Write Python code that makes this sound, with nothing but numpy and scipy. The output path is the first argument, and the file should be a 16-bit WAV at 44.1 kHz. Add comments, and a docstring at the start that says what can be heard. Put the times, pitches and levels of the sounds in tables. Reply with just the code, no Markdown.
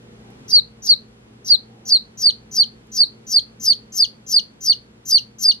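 """Chick peeping in a brooder

A chick gives loud distress peeps in a wire brooder in a small room. Two beating syrinx voices slide down and
lock into one whistle, which plunges as the breath runs out; throat and beak colour it, and near surfaces
notch it as it falls. The chick turns its head to the microphones and calls with growing effort.
Behind it: hum of wavering sines, moving air and a hollow tone of shaped noise, ticks in the shavings,
soft puffs of noise."""
import sys
import numpy as np
from scipy import signal
from scipy.fft import rfft, irfft, next_fast_len
from scipy.io import wavfile
from scipy.ndimage import uniform_filter1d

SR = 44100
rng = np.random.default_rng(int(sys.argv[2]) if len(sys.argv) > 2 else 0)


def output_pcm(signal):
    """Save a mono or channel-first signal as 16-bit PCM at the path in sys.argv[1].

    Samples are clipped to [-1, 1] before scaling.
    """
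    pcm = np.clip(np.atleast_2d(signal).T, -1, 1) * 32767
    wavfile.write(sys.argv[1], SR, np.round(pcm).astype(np.int16))


N = 246959
TIME = np.arange(N) / SR  # s


def from_db(db):
    """Decibels to amplitude gain."""
    return 10 ** (np.asarray(db) / 20)


def rms_one(x):
    """Scale to unit rms."""
    return x / np.sqrt(np.mean(x ** 2) + 1e-20)


def at_hz(points, hz):
    """Read a spectrum on a log-frequency axis."""
    freqs, values = np.transpose(points)
    return np.interp(np.log(np.maximum(hz, 1)), np.log(freqs), values)


def colour(x, gain_at):
    """Filter by a gain that is a function of frequency."""
    length = x.shape[-1]
    size = next_fast_len(length + SR // 2)
    hz = np.arange(size // 2 + 1) * SR / size
    return irfft(rfft(x, size) * gain_at(hz), size)[..., :length]


def drift(rate_hz):
    """Low-passed noise of unit rms: a smooth random wander."""
    noise = rng.standard_normal(N)
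    return rms_one(colour(noise, lambda hz: 1 / (1 + (hz / rate_hz) ** 2)))


def bandpass(x, low_hz, high_hz):
    """Butterworth band-pass."""
    return signal.sosfilt(signal.butter(2, [low_hz, high_hz], "band", fs=SR, output="sos"), x)


def swelling(rows):
    """Sum of bell-shaped gains, one per row: centre in seconds, level in dB, half length in seconds."""
    return sum(from_db(db) * np.exp(-((TIME - s) / half_s) ** 2) for s, db, half_s in rows)


# Electric and motor tones. Each row: frequency in Hz, rms level in dB before gain.
HUM_TONES = [(59.2, -65), (118.4, -54.5), (220.7, -54.5), (323.0, -76.5), (409.1, -65.5), (473.7, -66)]
# Hum level, used relative to its mean over time. Each row: time in seconds, level in dB.
HUM_SWELL = [(0.0, -49), (0.11, -44), (1.12, -50), (3.65, -49), (4.46, -54), (4.99, -49), (5.6, -53.5)]


def hum(gain_db=-1.0, waver_db=1.5, wander_rad=0.25):
    """Low electric and motor tones: sines wavering in level and phase."""
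    swell_db = np.interp(TIME, *np.transpose(HUM_SWELL))
    tones = np.zeros(N)
    for hz, db in HUM_TONES:
        level = np.sqrt(2) * from_db(db + waver_db * drift(2.3))
        tones += level * np.sin(2 * np.pi * hz * TIME + wander_rad * drift(2.2))
    return tones * from_db(gain_db + swell_db - swell_db.mean())


# Moving-air spectrum. Each row: frequency in Hz, relative density in dB per Hz.
AIR_SPECTRUM = [(15, -65.5), (25, -26), (54, -12), (86, -17), (115, -9.5), (181, -11), (219, -5.5),
                (293, -14.5), (475, -14), (604, -21), (3350, -29.5), (4260, -32.5), (10000, -42),
                (12400, -49), (15000, -73.5)]
# Moving-air level before gain. Each row: time in seconds, level in dB.
AIR_SWELL = [(0.0, -54), (0.06, -53.5), (0.5, -51), (0.67, -56), (3.49, -55.5), (5.6, -57.5)]
# Left-right likeness of the air. Each row: frequency in Hz, likeness from -1 to 1.
AIR_LIKENESS = [(60, 0.93), (160, .93), (300, 0.88), (500, -0.0084), (1000, -0.34), (2500, -0.585),
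                (12000, -0.61)]


def air(gain_db=6.5):
    """Rush of air: shaped noise, alike on both sides only in the bass."""
    def spread(hz):
        alike = np.clip(at_hz(AIR_LIKENESS, hz), -1, 1)
        return from_db(at_hz(AIR_SPECTRUM, hz)) * np.sqrt([1 + alike, 1 - alike])

    mid, side = colour(rng.standard_normal((2, N)), spread)
    level_db = gain_db + np.interp(TIME, *np.transpose(AIR_SWELL))
    return rms_one(np.array([mid + side, mid - side])) * from_db(level_db)


# Swells of the hollow tone. Each row: centre in seconds, level in dB, half length in seconds.
HOLLOW_SWELLS = [(.31, -57.5, .06), (.88, -56.5, .03), (1.76, -60.5, 0.18), (2.58, -58.5, 0.076)]


def hollow(centre_hz=780, width_hz=70, rest_db=-76):
    """Faint hollow tone: a narrow band of noise that comes and goes."""
    noise = rng.standard_normal((2, N))
    band = colour(noise, lambda hz: 1 / (1 + ((hz - centre_hz) / width_hz) ** 2))
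    return rms_one(band) * (from_db(rest_db) + swelling(HOLLOW_SWELLS))


# Ticks in the wood shavings. Each row: start in seconds, peak force in dB before gain.
SHAVING_TICKS = [(0.304, -48), (1.0066, -56), (2.8705, -51)]


def shavings(gain_db=-4, decay_s=0.0021):
    """Tiny dry cracks under the chick's feet: decaying bursts of treble noise."""
    force = np.zeros(N)
    for s, db in SHAVING_TICKS:
        force += from_db(db + gain_db) * (TIME >= s) * np.exp(-abs(TIME - s) / decay_s)
    return force * bandpass(rng.standard_normal(N), 6000, 12500)


def contour(t, times, values):
    """Muscle gesture: a line through landmarks, corners rounded."""
    line = np.interp(t, np.maximum.accumulate(times), values)
    return uniform_filter1d(line, size=130, mode="nearest")


SLIDE_SHARE = 0.55  # slide starts at this share of the way to the lock
CREST_RATIO = 1.162  # upper voice's crest / opening pitch
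# whistle's sag as a share of its pitch, its reduction at full effort, part of it before the middle
SAG, SAG_EFFORT, SAG_EARLY = .195, 0.043, .4
SLACK_HZ, RELAX_S = 2815.2, 0.004446  # the plunge relaxes towards the slack membranes' pitch
# base level at no effort, and what full effort adds; overtones relative to the whistle
WHISTLE_DB, WHISTLE_EFFORT_DB = -8, 2
OVERTONES_DB, OVERTONES_EFFORT_DB = -31.5, 11.5
OPENING_DB = -21.5  # base of the two opening voices, relative to the whistle
BREAK_S, BREAK_DIP = .004, .93  # overtone dropout at the pitch break: half length, depth 0-1


def peep(row, tremor, upper_db=-2.0, far_side_db=-25.0, second_db=-2.5, third_db=-18.0,
         fade_db=-10.0, hiss_db=-37.5):
    """One syrinx call: two voices modulate each other, then one whistle; effort adds level and overtones."""
    start, lock, plunge, plunge_s, low_hz, mid_hz, _, effort = row
    t = np.arange(tremor.shape[1]) / SR
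    low_jitter, high_jitter, waver, flutter, rattle, turbulence = tremor
    slide = SLIDE_SHARE * lock
    halfway, middle, end = (slide + lock) / 2, (lock + plunge) / 2, plunge + plunge_s
    sag_hz = (SAG - SAG_EFFORT * effort) * mid_hz
    lock_hz = mid_hz + SAG_EARLY * sag_hz
    late_hz = mid_hz - (1 - SAG_EARLY) * sag_hz

    # lower voice holds, slides, sags and plunges
    hold = contour(t, [0, slide / 2, slide], [(low_hz + 6100) / 2, 1.008 * low_hz, .98 * low_hz])
    sag_times = lock + (plunge - lock) * np.array([0, .2, .5, .8, 1])
    sag_pitches = [lock_hz, (lock_hz + mid_hz) / 2, mid_hz, .58 * mid_hz + .42 * late_hz, late_hz]
    sag = contour(t, sag_times, sag_pitches)
    relaxed = 1 - np.exp(-np.clip(t - plunge, 0, plunge_s) / RELAX_S)
    lower = sag + (hold - lock_hz) * contour(t, [slide, halfway, lock], [1, .32, 0])
    lower = lower + (SLACK_HZ - late_hz) * relaxed

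    # upper voice arches down towards it
    arch = CREST_RATIO * low_hz * contour(t, [0, .25 * slide, .55 * slide, slide], [.92, .98, 1, .955])
    upper = lock_hz + (arch - lock_hz) * contour(t, [slide, halfway, lock], [1, .6, .1])

    # least steady just before the lock and in the plunge
    unsteady = contour(t, [0, slide, halfway, lock, plunge - .004, plunge + .004],
                       [.003, .007, .016, .0022, .0025, .022])
    pitches = [lower, upper] * (1 + unsteady * (waver + [low_jitter, high_jitter]))
    low_side, high_side = np.exp(2j * np.pi * np.cumsum(pitches, axis=1) / SR)

    # coupling adds difference tones on both sides of the pair
    apart = contour(t, [halfway, lock - .002], [1, 0])
    beat = high_side / low_side
    partners = from_db(upper_db) * beat + from_db(far_side_db) * (beat ** 2 + beat ** -2)
    sidebands = (partners + .32 / beat) * (1 + .3 * rattle)
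    wave = low_side * (1 + np.sqrt(abs(apart)) * sidebands)

    # overtones flutter with the membranes and drop out as the pitch breaks
    rasp_db = contour(t, [0, slide / 2, slide, halfway, lock - .008, lock, middle, plunge, end],
                      [13, 14, 21, 17.36, 13, 8.8, 17, 5.7, 13])
    unbroken = 1 - BREAK_DIP * np.exp(-((t - plunge) / BREAK_S) ** 4)
    rasp = unbroken * from_db(OVERTONES_DB + OVERTONES_EFFORT_DB * effort + rasp_db)
    second = from_db(second_db) * (1 + 0.33 * flutter) * wave ** 2 / np.sqrt(abs(wave) + 0.12)
    third = from_db(third_db) * flutter * low_side ** 3
    wave = wave + rasp * (second + third)

    breath_db = contour(t, [0, halfway, lock - .004, lock + .004], [10, 19.5, 12, -0.5])
    hiss = from_db(hiss_db + breath_db) * turbulence
    pressure_db = contour(
        t, [0, 0.46 * slide, slide, halfway, lock - .005, lock, middle, plunge, plunge + plunge_s / 2, end],
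        [OPENING_DB - 9, OPENING_DB - 2.0, OPENING_DB + 5.0, -10, -6, 2, 2.5, -1, -9.5, fade_db])
    gate = contour(t, [0, .004, end, end + .005], [0, 1, 1, 0])
    level = from_db(WHISTLE_DB + WHISTLE_EFFORT_DB * effort + pressure_db)
    return (wave.real + hiss) * level * gate


# Beak-to-microphone paths, head facing. Each row: frequency in Hz, left level in dB, right level in dB,
# left phase lead in rad.
FACING_PATHS = [(3053, 6.5, 2, 2.2479), (3710, -1.5, -15, 1.02), (4095, -2, -7, -0.95),
                (3880, -0.5, 3, -1.98), (4312.5, 0, 1.5, -0.6361), (4402.3, -8, 1, -3),
                (4518.7, 0, 3.5, -6.5), (4687, 2, 1.5, -4.5), (5270, 2.5, 1, -6), (5313, -1.5, -2, -4.5),
                (6410, 3, -2, -5.5), (9142, 0, -2, -7), (10650, 0, 3.5, -9.5), (12900, -1.5, -4.5, -10.5)]
# The same, head turned aside. Each row: frequency in Hz, left level in dB, right level in dB,
# left phase lead in rad.
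ASIDE_PATHS = [(3120, 0.5, -1, 2), (3690, 9, -10, -3.5), (4050, 6, -7.5, -3), (4160, 3.5, 2, -2.11),
               (4420, 2.5, 1, -1), (4462, 6, 1, -1.4637), (4634, 0, 4, -3), (4850, -3.5, 2, -7.5),
               (5130, -2, -3.5, -4.5), (5550, -1.5, -3, -4.5), (6300, 4, -2.5, -4.5), (9200, -4.5, 7, -9),
               (11800, -2, 2.5, -10.5), (13000, -9.5, -9.5, -11.5)]
# cancelled pitch at left and right microphone with head facing, and its rise with head aside
NOTCH_LEFT_HZ, NOTCH_RIGHT_HZ, NOTCH_TURN_HZ = 4704.8, 4696.5, 170
NOTCH_WIDTH_HZ, NOTCH_DEPTH = 55, 0.985


def brooder(x, turned):
    """Direct sound and near reflections interfere at each microphone, in a pattern that follows the head."""
    def read(pose, hz):
        freqs, *columns = np.transpose(pose)
        return np.array([np.interp(hz, freqs, column) for column in columns])

    def paths(hz):
        left_db, right_db, lead_rad = (1 - turned) * read(FACING_PATHS, hz) + turned * read(ASIDE_PATHS, hz)
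        cancelled_hz = np.array([[NOTCH_LEFT_HZ], [NOTCH_RIGHT_HZ]]) + NOTCH_TURN_HZ * turned
        notch = 1 - NOTCH_DEPTH / (1 + 1j * (hz - cancelled_hz) / NOTCH_WIDTH_HZ)
        return notch * np.array([from_db(left_db) * np.exp(1j * lead_rad), from_db(right_db)])

    return colour(x, paths)


# Peeps. Each row: start in seconds, voices' lock in seconds after start, plunge in seconds after start,
# plunge length in seconds, nominal opening pitch in Hz, whistle pitch in Hz, head turned aside 0-1, effort 0-1.
PEEP_CALLS = [(0.478, 0.0482, 0.1196, 0.00089, 5574, 4466, 0.96, .1),
              (0.82, 0.07076, 0.1206, 0.00059, 5901, 4398, 0.98, 0.09),
              (1.444, 0.0567, 0.112, 0.0017, 5561, 4408, 0.95, 0.09),
              (1.851, 0.0623, 0.12424, 0.00071, 5880, 4418, 0.31, 0.22),
              (2.172, 0.0719, 0.1281, 0.0083, 6019, 4507, .15, .5),
              (2.511, 0.07506, 0.1206, 0.0098, 6029, 4526, 0.05, 0.49),
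              (2.916, 0.07704, 0.127, 0.001045, 5992, 4502, 0.22, 0.43),
              (3.265, 0.0824, 0.1269, .004, 6026, 4521, 0.09, .55),
              (3.597, 0.0842, 0.12946, 0.00662, 6186, 4595, 0, 0.83),
              (3.920, 0.0831, 0.12045, 0.01416, 6247, 4645, 0, 0.87),
              (4.263, 0.08074, 0.1267, 0.0103, 6182, 4597, 0.09, 0.74),
              (4.605, 0.08045, 0.11894, 0.0118, 6078, 4547, 0.1, 0.7),
              (5.051, 0.0764, 0.1268, 0.0156, 6170, 4574, 0.07, 1),
              (5.383, 0.0719, 0.12926, 0.0127, 6298, 4664, 0.2, 0.93)]
# Throat and open beak. Each row: frequency in Hz, gain in dB.
THROAT_GAIN = [(2400, -35), (2900, -9.5), (3500, -8), (4100, -2.5), (4550, -1.5), (4850, -4), (5300, -3),
               (6100, -2.5), (7100, -10), (7500, -11.5), (8200, -13), (9200, -17), (10200, -10.5),
               (12000, -1), (13500, -17.5), (15000, -21.5)]


def chick():
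    """Peeps filtered by throat and beak: mono voice, and its direct sound at the two microphones."""
    voice, direct = np.zeros(N), np.zeros((2, N))
    # low jitter, high jitter, waver, flutter, rattle, turbulence
    tremor = np.array([drift(rate_hz) for rate_hz in (300, 300, 70, 300, 500, 8000)])
    for row in PEEP_CALLS:
        start, _, plunge, *_, turned, _ = row
        span = slice(round(start * SR), round((start + plunge + .06) * SR))
        call = colour(peep(row, tremor[:, span]), lambda hz: from_db(at_hz(THROAT_GAIN, hz)))
        voice[span] += call
        direct[:, span] += brooder(call, np.clip(turned, 0, 1))
    return voice, direct


ROOM_T60_S, ROOM_DB = 0.249, -15.5


def room(x, early_db=9.0, early_s=0.06):
    """Diffuse echoes as decaying noise: dense early scatter off the cage, then the room's short tail."""
    t = np.arange(SR // 2) / SR
    arrival = np.clip((t - .004) / .005, 0, 1)
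    early = 1 + from_db(early_db) * np.exp(-t / early_s)
    decay = from_db(-60 * t / ROOM_T60_S) * early * arrival
    echoes = rng.standard_normal((2, len(t))) * decay / np.sqrt(np.sum(decay ** 2))
    return from_db(ROOM_DB) * signal.fftconvolve(x[None], echoes, axes=1)[:, :N]


# Soft noise puffs. Each row: centre in seconds, level in dB, half length in seconds.
NOISE_PUFFS = [(2.23, -54.5, 0.03), (2.996, -51.5, 0.027)]


def puffs(low_hz=450, high_hz=2200):
    """Soft puffs of band-passed noise, swelling and fading."""
    band = bandpass(rng.standard_normal((2, N)), low_hz, high_hz)
    return swelling(NOISE_PUFFS) * rms_one(band)


def scene(chick_db=0.0):
    """The chick in its brooder over the room's background."""
    voice, direct = chick()
    calls = from_db(chick_db) * (direct + room(voice))
    return calls + shavings() + puffs() + hum() + air() + hollow()


CUTOFF_HZ = 15400


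def record(dry):
    """Steep elliptic low-pass."""
    return signal.sosfilt(signal.ellip(10, .1, 80, CUTOFF_HZ, fs=SR, output="sos"), dry)


dry = scene()
out = record(dry)
output_pcm(out)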